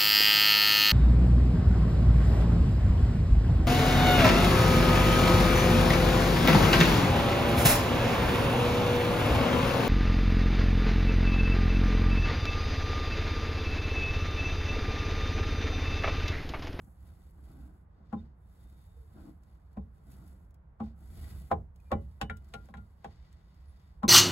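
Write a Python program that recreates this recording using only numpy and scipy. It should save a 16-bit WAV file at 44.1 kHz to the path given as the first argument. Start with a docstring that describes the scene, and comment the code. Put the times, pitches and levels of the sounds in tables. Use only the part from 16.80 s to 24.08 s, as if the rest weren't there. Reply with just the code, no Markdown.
"""A faint low hum and room air fill a small workshop, close to a phone, from start to end.
From the start a steel axe head is stropped on a taut leather belt over a wooden bench: noise that swells
and fades with the speed of the steel makes the hiss, scrape and rumble, and fuzzy tones make the belt groan.
From 1.3 s the head lands now and then with a soft thump, made of fading tones of belt, bench and steel.
From 4.7 to 6.2 s it knocks and clinks as it is turned over; more stropping and a last thump follow."""
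import sys
import numpy as np
from scipy import signal
from scipy.fft import rfft, irfft, next_fast_len
from scipy.io import wavfile
from scipy.ndimage import map_coordinates

SR = 44100
rng = np.random.default_rng(int(sys.argv[2]) if len(sys.argv) > 2 else 0)


def unload_wav(signal):
    """Save mono or channel-first audio to the path in sys.argv[1] as 16-bit WAV at rate SR, clipped to [-1, 1]."""
    wavfile.write(
        sys.argv[1],
        SR,
        np.round(np.clip(np.atleast_2d(signal).T, -1, 1) * 32767).astype(np.int16),
    )


N = 321048
TIME = np.arange(N) / SR  # seconds

# All levels in the tables are relative: the functions below still balance the layers.
# noise colours of room air, bench rumble, edge hiss, scrape of the flat, drag on the belt,
# wood clack and sharp crack: pitch_hz, level_db (per Hz)
AIR_COLOUR = [(20, -19.5), (35, -6), (68, -0.5), (113, -13.5), (175, -11.5), (230, -22.5), (450, -27),
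              (540, -27), (970, -27.5), (1500, -34.5), (2000, -41), (2500, -49.5), (4800, -63.5),
              (6000, -72), (15500, -69.5)]
RUMBLE_COLOUR = [(20, -25), (35, -4.5), (50, 3.5), (66, 12), (90, 1), (120, -6), (180, -6), (300, -60)]
HISS_COLOUR = [(1500, -23.5), (3000, -23.5), (5500, -11), (7500, -1), (9000, 2.5), (11500, 3),
               (13500, -1.5), (15500, -5)]
SCRAPE_COLOUR = [(400, -19.5), (900, 1), (1500, 1.5), (2200, 2.5), (3000, 3), (4500, 3.5), (6500, -3),
                 (9000, -7), (15000, -31.5)]
DRAG_COLOUR = [(70, -28), (130, 13.5), (200, 9.5), (290, 2), (380, -5.5), (520, -14.5), (700, -12),
               (1000, -15.5), (1500, -13), (2200, -42.5), (5000, -47.5)]
CLACK_COLOUR = [(120, -17.5), (300, -0.5), (750, 7.5), (1200, 4.5), (2000, -15), (3500, -29.5), (9000, -41)]
CRACK_COLOUR = [(400, -17), (1800, 6.5), (3500, 8.5), (5500, -3), (8000, -2.5), (11000, -6), (15500, -20.5)]

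# how long the room rings on, by pitch: pitch_hz, fade_s (time to fall 60 dB)
WALL_FADE = [(80, 0.36), (300, 0.29), (1000, 0.18), (4000, 0.1), (14000, 0.09)]
# how alike left and right are, for sound from all around and sound from the work: pitch_hz, likeness (1 = same)
DIFFUSE_LIKENESS = [(60, 1), (130, 0.95), (290, 0.74), (640, 0), (1400, 0), (15000, 0.086)]
DIRECT_LIKENESS = [(60, .99), (200, 0.92), (700, 0.74), (3000, 0.06), (7000, 1), (13000, 1)]
# how much louder the left is than the right: pitch_hz, level_db
LEFT_LEAN = [(70, -2.2), (250, 1), (700, -1), (1300, 6.5), (2400, 6), (5000, 0)]
# how far the left microphone port lags behind the right:
# pitch_hz, lag_rad (read in a straight line between points)
LEFT_LAG = [(0, 0), (2700, 0), (15700, 18.9)]
TOP_HZ = 15800

# ringing tones of the belt over the bench top, the bench frame, the planks, and the axe head on its haft:
# pitch_hz, level_db, fade_s (time to fall 60 dB)
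BELT_TONES = [(182.6, -17, 0.11), (201.7, -2, 0.13), (219.9, 0.5, 0.14), (276, -10, 0.08),
              (326, -25.5, 0.25), (417.4, -21.5, .18)]
FRAME_TONES = [(85.75, -1.5, 0.33), (96.8, -6, 0.5), (135.8, -5.5, 0.25), (173.2, -0.5, 0.19)]
PLANK_TONES = [(355, -8, 0.057), (442, -12, 0.15), (436.6, -4, 0.11), (558.8, -4.5, 0.15), (719, 1, 0.062),
               (800, 1, 0.084), (830, -4, 0.082), (891, -30, 0.038), (957, -19.5, 0.11), (1020, -8.5, 0.12),
               (1095, 3.5, 0.058), (1329, -2, 0.063)]
CLINK_TONES = [(1486, -5, .05), (1703, 3, 0.027), (1872, 2.5, 0.023), (2040, -6, 0.044),
               (2320, -17.5, 0.075), (2790, -17.5, .05), (3260, -22.5, .055), (3830, -17, 0.061)]
# longer tones of the blade and spike, which the grip lets through in turn: pitch_hz, level_db, fade_s
PING_TONES = [(1400, 10, 0.18), (2014, -5.5, 0.26), (2950, -1, 0.29), (3652, 2.5, 0.2)]
# resonances of bench and axe head that colour a stroke: pitch_hz, width_hz, level_db
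BENCH_RESONANCES = [(426, 390, -3.5), (660, 56, 6), (890, 18, -2.5)]
HEAD_RESONANCES = [(1460, 330, 2.5), (1980, 76, 10.5), (2920, 37, -5), (3310, 37, -5), (3640, 80, 3),
                   (4386, 73, 0), (4750, 200, 3.5)]

# thin singing of the edge: centre_s, length_s (centre to 37 %), pitch_hz (before waver), level_db
EDGE_SQUEAKS = [(1.39, 0.015, 3655, -70.5), (1.97, 0.24, 3664, -81.5), (5.001, 0.0036, 2490, -72),
                (5.077, 0.025, 2400, -80), (6.896, 0.025, 10740, -74.5)]
# belt groans where the blade bears down: centre_s, length_s (centre to 37 %), pitch_hz, level_db
BELT_GROANS = [(0.796, 0.1, 280, -60), (1.98, 0.032, 330, -72.5), (2.204, 0.047, 455, -65),
               (2.463, .05, 290, -51.5), (3.43, 0.06, 290, -68.5)]
GROAN_FUZZ_PER_S = 82  # random knots a second that blur the note

# coarse grit catching under the edge: start_s, level_db
COARSE_GRIT = [(2.635, -61), (2.93, -65), (3.3183, -55), (3.707, -63), (3.743, -59), (4.9598, -57.5),
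               (5.0014, -62.5), (5.57, -49.5), (5.6447, -58.5), (5.6874, -59), (5.856, -58),
               (5.8854, -67.5), (6.5275, -57.5), (6.744, -64)]
GRIT_PER_S, GRIT_OVER_HISS_DB = 12, 7.5  # fine grit, met by chance; the level is for the largest grain

# soft drops of the head on the belt: start_s, thump_db, plank_hz (favoured plank pitch)
SOFT_LANDINGS = [(1.326, -33, 856), (2.968, -38, 607), (4.001, -34, 790), (7.231, -27, 1070)]
USUAL_THUMP_DB, LANDING_RISE_S, LANDING_PING_HZ = -33.5, 0.0034, 3610
# what a landing sets off; rows are bench boom, wood clack, clink, ping, crack:
# level_db (at the usual thump), growth_db (gained per dB of thump)
LANDING_RESPONSE = [(-43.5, -0.3), (-40.5, 1.37), (-65.5, 2.5), (-87.5, 0.5), (-75, 1.77)]
# bare steel knocking on the bench: start_s, boom_db (bench), clack_db (wood), plank_hz (favoured pitch),
# clink_db, ping_db, ping_hz (favoured pitch), crack_db, rise_s
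BENCH_KNOCKS = [ (4.714, -36, -23, 753, -43.5, -76, 2000, -62, .00066),
                (5.116, -33, -26, 640, -41.5, -58, 1990, -54.5, 0.003),
                (5.413, -38.5, -35, 630, -37, -58, 2950, -44, 0.00084),
                (5.498, -44, -43, 636, -38, -48.5, 1450, -60.5, 0.00021),
                (5.738, -48.5, -45, 696, -55, -51, 1400, -52, 0.0036),
                (5.887, -53.5, -56.5, 620, -71, -91, 1400, -79.5, 0.0014),
                (5.940, -50.5, -49, 734, -50, -64, 1400, -71, 0.00052),
                (5.971, -50.5, -58.5, 700, -77, -60, 1400, -70.5, 0.0051),
                (6.244, -49, -42.5, 713.5, -53.5, -76.5, 2000, -62, 0.0024)]
THUMP_OVER_BOOM_DB = -3.5  # the belt shakes along with the bench
SWAY_DB, SWAY_RISE_S, SWAY_FADE_S = 2, 0.03, 0.57  # bench rumble after a blow, relative to its boom

# strokes, parts of strokes, and short skids and scuffs of the steel on the belt, each swelling and fading:
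# start_s, fastest_s, end_s, hiss_db (edge), scrape_db (flat of the blade), drag_db (belt)
RUBS = [ (-.05, 0.052, 0.16, -75.5, -88.5, -61.5), (0.09, 0.277, 0.64, -77, -81, -64),
        (0.528, 0.723, 1.06, -78, -81, -55), (1.06, 1.392, 1.58, -96.5, -83, -61.5),
        (1.542, 1.811, 2.88, -80, -84, -70), (2.29, 2.426, 2.56, -76, -76.5, -51),
        (2.524, 2.68, 3.32, -90.5, -89.5, -70.5), (3.1, 3.173, 3.44, -86, -88, -67),
        (3.225, 3.348, 3.72, -75.5, -80, -58), (3.983, 4.038, 4.18, -87, -78.5, -58.5),
        (4.145, 4.24, 4.6, -74.5, -79.5, -61.5), (4.255, 4.437, 4.754, -66, -69, -54),
        (4.93, 5.085, 5.15, -80.5, -83.5, -82), (5.19, 5.22, 5.68, -83.5, -85, -77),
        (5.453, 5.854, 5.96, -82, -79.5, -61), (5.9, 5.97, 6.4, -85.5, -86, -77),
        (6.16, 6.27, 7.21, -92, -79, -76.5), (6.35, 7.053, 7.25, -87, -82, -80)]
HISS_POWER, SCRAPE_POWER, DRAG_POWER = 0.78, 1, 0.87  # each layer's amplitude grows as speed to this power
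SHAKE_OVER_HISS_DB, HELD_SHAKE_DB = 25.5, -56.5  # bench tremble from the stroke, and from the hand's pull


def amp(db):
    """Turn decibels into a gain."""
    return 10 ** (np.asarray(db) / 20)


def unit(x):
    """Scale to an average (rms) strength of 1."""
    return x / np.sqrt(np.mean(x ** 2) + 1e-20)


def along(points, hz):
    """Read a value between (pitch, value) points, with pitch on a log axis."""
    f, v = np.transpose(points)
    return np.interp(np.log(hz + 1), np.log(f + 1), v)


def wobble(rate):
    """Draw a smooth random curve with rate knots a second."""
    knots = rng.standard_normal(N)[:int(N * rate / SR) + 4]
    return map_coordinates(knots, [TIME * rate])


def filtered(x, response):
    """Change the strength or phase of each pitch in x by the given response."""
    n = x.shape[-1]
    m = next_fast_len(n + 8192)  # spare room so that tails do not wrap round
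    return irfft(rfft(x, m) * response(np.fft.rfftfreq(m, 1 / SR)), m)[..., :n]


def paired(two, likeness):
    """Mix two unrelated signals into a left and right of the given likeness."""
    def shares(hz):
        turn = np.arccos(np.clip(along(likeness, hz), -1, 1)) / 2
        return np.array([np.cos(turn), np.sin(turn)])

    mid, side = filtered(two, shares)
    return np.array([mid + side, mid - side])


def noise(colour, likeness, size=N, grain=1):
    """Make coloured stereo noise of rms 1; grain is its fine rise and fall."""
    white = rng.standard_normal((2, size)) * grain
    return unit(filtered(paired(white, likeness), lambda hz: amp(along(colour, hz))))


def resonate(x, resonances):
    """Add the resonances of a solid body to x and scale to rms 1."""
    def body(f):
        total = 1
        for hz, width, db in resonances:
            total = total + amp(db) * 1j * f * width / (hz * hz - f * f + 1j * f * width)
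        return total

    return unit(filtered(x, body))


def ring(tones, t, spread):
    """Sum fading tones at chance strengths; the higher ones reach the two ports more out of step."""
    hz, db, fade_s = np.transpose(tones)[:, :, None]
    chance = rng.standard_normal((3, len(tones), 1))
    sides = np.array([1, -1])[:, None, None]
    skew = sides * spread * chance[0] * np.minimum(hz / 1000, 1)
    phase = 2 * np.pi * hz * t + skew + chance[2] * np.minimum(hz / 500, 2)
    strength = amp(db + 2 * chance[1] - 60 * t / fade_s)
    return np.sum(strength * np.sin(phase), axis=1)


def struck(x, t, rise):
    """Give a struck sound its rise time in seconds, and rms 1 over its first 30 ms."""
    x = x * (1 - np.exp(-(t / rise) ** 2))
    return x / np.sqrt(np.mean(x[:, :int(0.03 * SR)] ** 2))


def favour(tones, main_hz, db_per_octave):
    """Weaken tones away from one pitch, as the point of contact favours those near it."""
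    return [(hz, db - db_per_octave * abs(np.log2(hz / main_hz)), fade_s) for hz, db, fade_s in tones]


def add(track, s, x):
    """Mix x into the track at time s."""
    part = track[:, round(s * SR):][:, :x.shape[1]]
    part += x[:, :part.shape[1]]


def background():
    """Room air is coloured noise; the hum is one low tone, unsteady in pitch and level."""
    hum_phase = 2 * np.pi * 70 * TIME + 1.7 * wobble(1.3)
    hum = np.sin(hum_phase) * amp(1.1 * wobble(27))
    return amp(-59.5) * noise(AIR_COLOUR, DIFFUSE_LIKENESS) + amp(-66.0) * hum


def workshop(x):
    """The walls answer briefly with a noise-like tail whose treble dies first."""
    hz, t, z = signal.stft(rng.standard_normal((2, SR // 2)), SR, nperseg=256)
    fade = amp(-60 * t / along(WALL_FADE, hz)[:, None])
    tail = signal.istft(z * fade, SR, nperseg=256)[1]
    # the answer begins 1/150 s late
    tail = np.pad(paired(tail, DIFFUSE_LIKENESS), ((0, 0), (SR // 150, 0)))
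    return signal.fftconvolve(x[:1], tail / np.linalg.norm(tail[0]), axes=1)[:, :N]


def nearby(x):
    """Bench top, tins and wall send back early copies, weak in the bass and different at each port."""
    delays = rng.uniform(0.0015, 0.014, (2, 6))  # seconds
    copies = np.array([sum(np.pad(x[0], (round(d * SR), 0))[:N] for d in port) for port in delays])
    colour = [(120, -24.5), (400, 6.0), (4000, 1), (12000, -25.0)]
    return filtered(copies, lambda hz: amp(along(colour, hz)))


def stroke_levels():
    """Each rub of steel on belt swells and fades; gains of hiss, scrape and drag follow its speed."""
    power = np.zeros((3, N))
    laws = np.array([[HISS_POWER], [SCRAPE_POWER], [DRAG_POWER]])
    for start, fastest, end, *db in RUBS:
        speed = np.interp(TIME, [start, fastest, end], [0, 1, 0])
        power += (amp(db)[:, None] * speed ** laws) ** 2
    return np.sqrt(power)


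def tremble():
    """The pulled belt shakes the bench with a low rumble, more where the edge hisses louder."""
    stroke_shake = amp(SHAKE_OVER_HISS_DB) * stroke_levels()[0]
    return np.hypot(amp(HELD_SHAKE_DB), stroke_shake) * noise(RUMBLE_COLOUR, DIFFUSE_LIKENESS)


def squeaks():
    """Edge and leather stick and slip in brief tones, unsteady in pitch."""
    wavering_time = np.cumsum(1 + 0.0096 * wobble(400)) / SR
    out = np.zeros(N)
    for s, length, hz, db in EDGE_SQUEAKS:
        swell = np.exp(-((TIME - s) / length) ** 2)
        out += amp(db) * swell * np.sin(2 * np.pi * hz * wavering_time)
    return out


def groans():
    """The belt sounds a damped, fuzzy note under the blade: a tone blurred by random curves."""
    fuzz = wobble(GROAN_FUZZ_PER_S) + 1j * wobble(GROAN_FUZZ_PER_S)
    out = np.zeros(N)
    for s, length, hz, db in BELT_GROANS:
        swell = np.exp(-((TIME - s) / length) ** 2)
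        out += amp(db) * swell * np.real(fuzz * np.exp(2j * np.pi * hz * TIME))
    return out


def ticks():
    """Grit snaps under the edge: a few coarse grains, and fine ones scattered along the strokes."""
    out, t = np.zeros((2, N)), np.arange(SR // 16) / SR
    hiss_gain = stroke_levels()[0]
    grains = [(s, amp(db - 7.0)) for s, db in COARSE_GRIT]
    for when, size in rng.random((int(GRIT_PER_S * N / SR), 2)):
        grains.append((when * N / SR, size * amp(GRIT_OVER_HISS_DB) * hiss_gain[int(when * N)]))
    colour = [(600, -16.5), (2000, 1.5), (8000, 7.5), (15500, 3.5)]
    for s, gain in grains:
        snap = noise(colour, DIRECT_LIKENESS, size=len(t))
        add(out, s, gain * amp(-60 * t / 0.027) * snap)
    return out


def clatter(t):
    """A crowd of weak bench tones sounds like noise that fades at its own rate for each pitch."""
    hz, frames, z = signal.stft(noise(CLACK_COLOUR, DIRECT_LIKENESS, size=len(t)), SR, nperseg=256)
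    fade_s = along([(200, 0.25), (800, 0.03), (2500, 0.057)], hz)[:, None]
    return signal.istft(z * amp(-60 * frames / fade_s), SR, nperseg=256)[1][:, :len(t)]


def blow(s, thump_db, boom_db, clack_db, clink_db, ping_db, crack_db, plank_hz, ping_hz, rise):
    """One contact shakes belt, bench and planks, and makes the steel clink, ping and crack."""
    out, t = np.zeros((2, N)), np.arange(SR // 2) / SR
    thump = struck(ring(BELT_TONES, t, spread=0.22), t, rise=0.0096)
    boom = struck(ring(FRAME_TONES, t, spread=0.3), t, rise=0.018)
    planks = struck(ring(favour(PLANK_TONES, plank_hz, db_per_octave=19.5), t, spread=0.74), t, rise)
    clink = struck(ring(CLINK_TONES, t, spread=0.89), t, rise)
    ping = struck(ring(favour(PING_TONES, ping_hz, db_per_octave=23.5), t, spread=0.47), t, rise)
    crack_noise = noise(CRACK_COLOUR, DIRECT_LIKENESS, size=len(t))
    crack = struck(crack_noise * amp(-60 * t / 0.043), t, rise=0.0002)

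    # the head brushes the leather just before it lands
    graze = noise(CLACK_COLOUR, DIRECT_LIKENESS, size=len(t)) * np.exp(-((t - 0.014) / 0.0079) ** 2)
    add(out, s - 0.012, amp(clack_db - 16) * graze)
    # belt and bench give way after first touch
    add(out, s + 0.00255, amp(thump_db - 0.5) * thump + amp(boom_db - 1.5) * boom)
    # the bench goes on rumbling
    sway_shape = amp(-60 * t / SWAY_FADE_S) * (1 - np.exp(-t / SWAY_RISE_S))
    sway = noise(RUMBLE_COLOUR, DIFFUSE_LIKENESS, size=len(t)) * sway_shape
    add(out, s, amp(boom_db + SWAY_DB) * sway)
    add(out, s, amp(clack_db - 6.5) * planks + amp(clack_db - 10) * struck(clatter(t), t, rise))
    add(out, s, amp(clink_db - 7.0) * clink + amp(ping_db) * ping + amp(crack_db) * crack)
    return out


def landings():
    """The belt cushions the head; a harder drop lets more wood and steel sound through."""
    out = np.zeros((2, N))
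    for s, thump_db, plank_hz in SOFT_LANDINGS:
        levels = [db + growth * (thump_db - USUAL_THUMP_DB) for db, growth in LANDING_RESPONSE]
        out += blow(s, thump_db, *levels, plank_hz, LANDING_PING_HZ, LANDING_RISE_S)
    return out


def knocks():
    """The head knocks on the planks as it is turned over; belt and bench frame shake along."""
    out = np.zeros((2, N))
    for s, boom_db, clack_db, plank_hz, clink_db, ping_db, ping_hz, crack_db, rise in BENCH_KNOCKS:
        thump_db = boom_db + THUMP_OVER_BOOM_DB
        out += blow(s, thump_db, boom_db, clack_db, clink_db, ping_db, crack_db, plank_hz, ping_hz, rise)
    return out


def stropping():
    """Leather fibres slip under the steel in fine grains, faintly ringing the head and the bench."""
    hiss_gain, scrape_gain, drag_gain = stroke_levels()
    # fibres slip in grains of several sizes at once
    grain = amp(2.4 * wobble(2500) + 1.4 * wobble(300) + 1.0 * wobble(55) + 1.3 * wobble(14))
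    hiss = noise(HISS_COLOUR, DIRECT_LIKENESS, grain=grain)
    scrape = resonate(noise(SCRAPE_COLOUR, DIRECT_LIKENESS, grain=grain), HEAD_RESONANCES)
    drag_noise = noise(DRAG_COLOUR, DIRECT_LIKENESS, grain=amp(3.1 * wobble(70)))
    drag = resonate(drag_noise, BENCH_RESONANCES)
    return amp(3.5) * hiss_gain * hiss + amp(4.0) * scrape_gain * scrape + drag_gain * drag


def scene():
    """The work lies a little to one side of two microphone ports, with echoes and room air around it."""
    work = stropping() + groans() + landings() + knocks() + ticks() + squeaks()
    sides = np.array([[0.5], [-0.5]])  # each port takes half of a left-right difference
    lag_points = np.transpose(LEFT_LAG)
    direct = filtered(work, lambda hz: np.exp(-1j * sides * np.interp(hz, *lag_points)))
    near = filtered(direct + tremble(), lambda hz: amp(sides * along(LEFT_LEAN, hz)))
    echoes = amp(-14.5) * nearby(work) + amp(-15.5) * workshop(work)
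    return near + echoes + amp(-1.2 * sides) * background()


def record(dry):
    """The phone keeps nothing above its band limit."""
    return filtered(dry, lambda hz: hz < TOP_HZ)


dry = scene()
out = record(dry)
unload_wav(out)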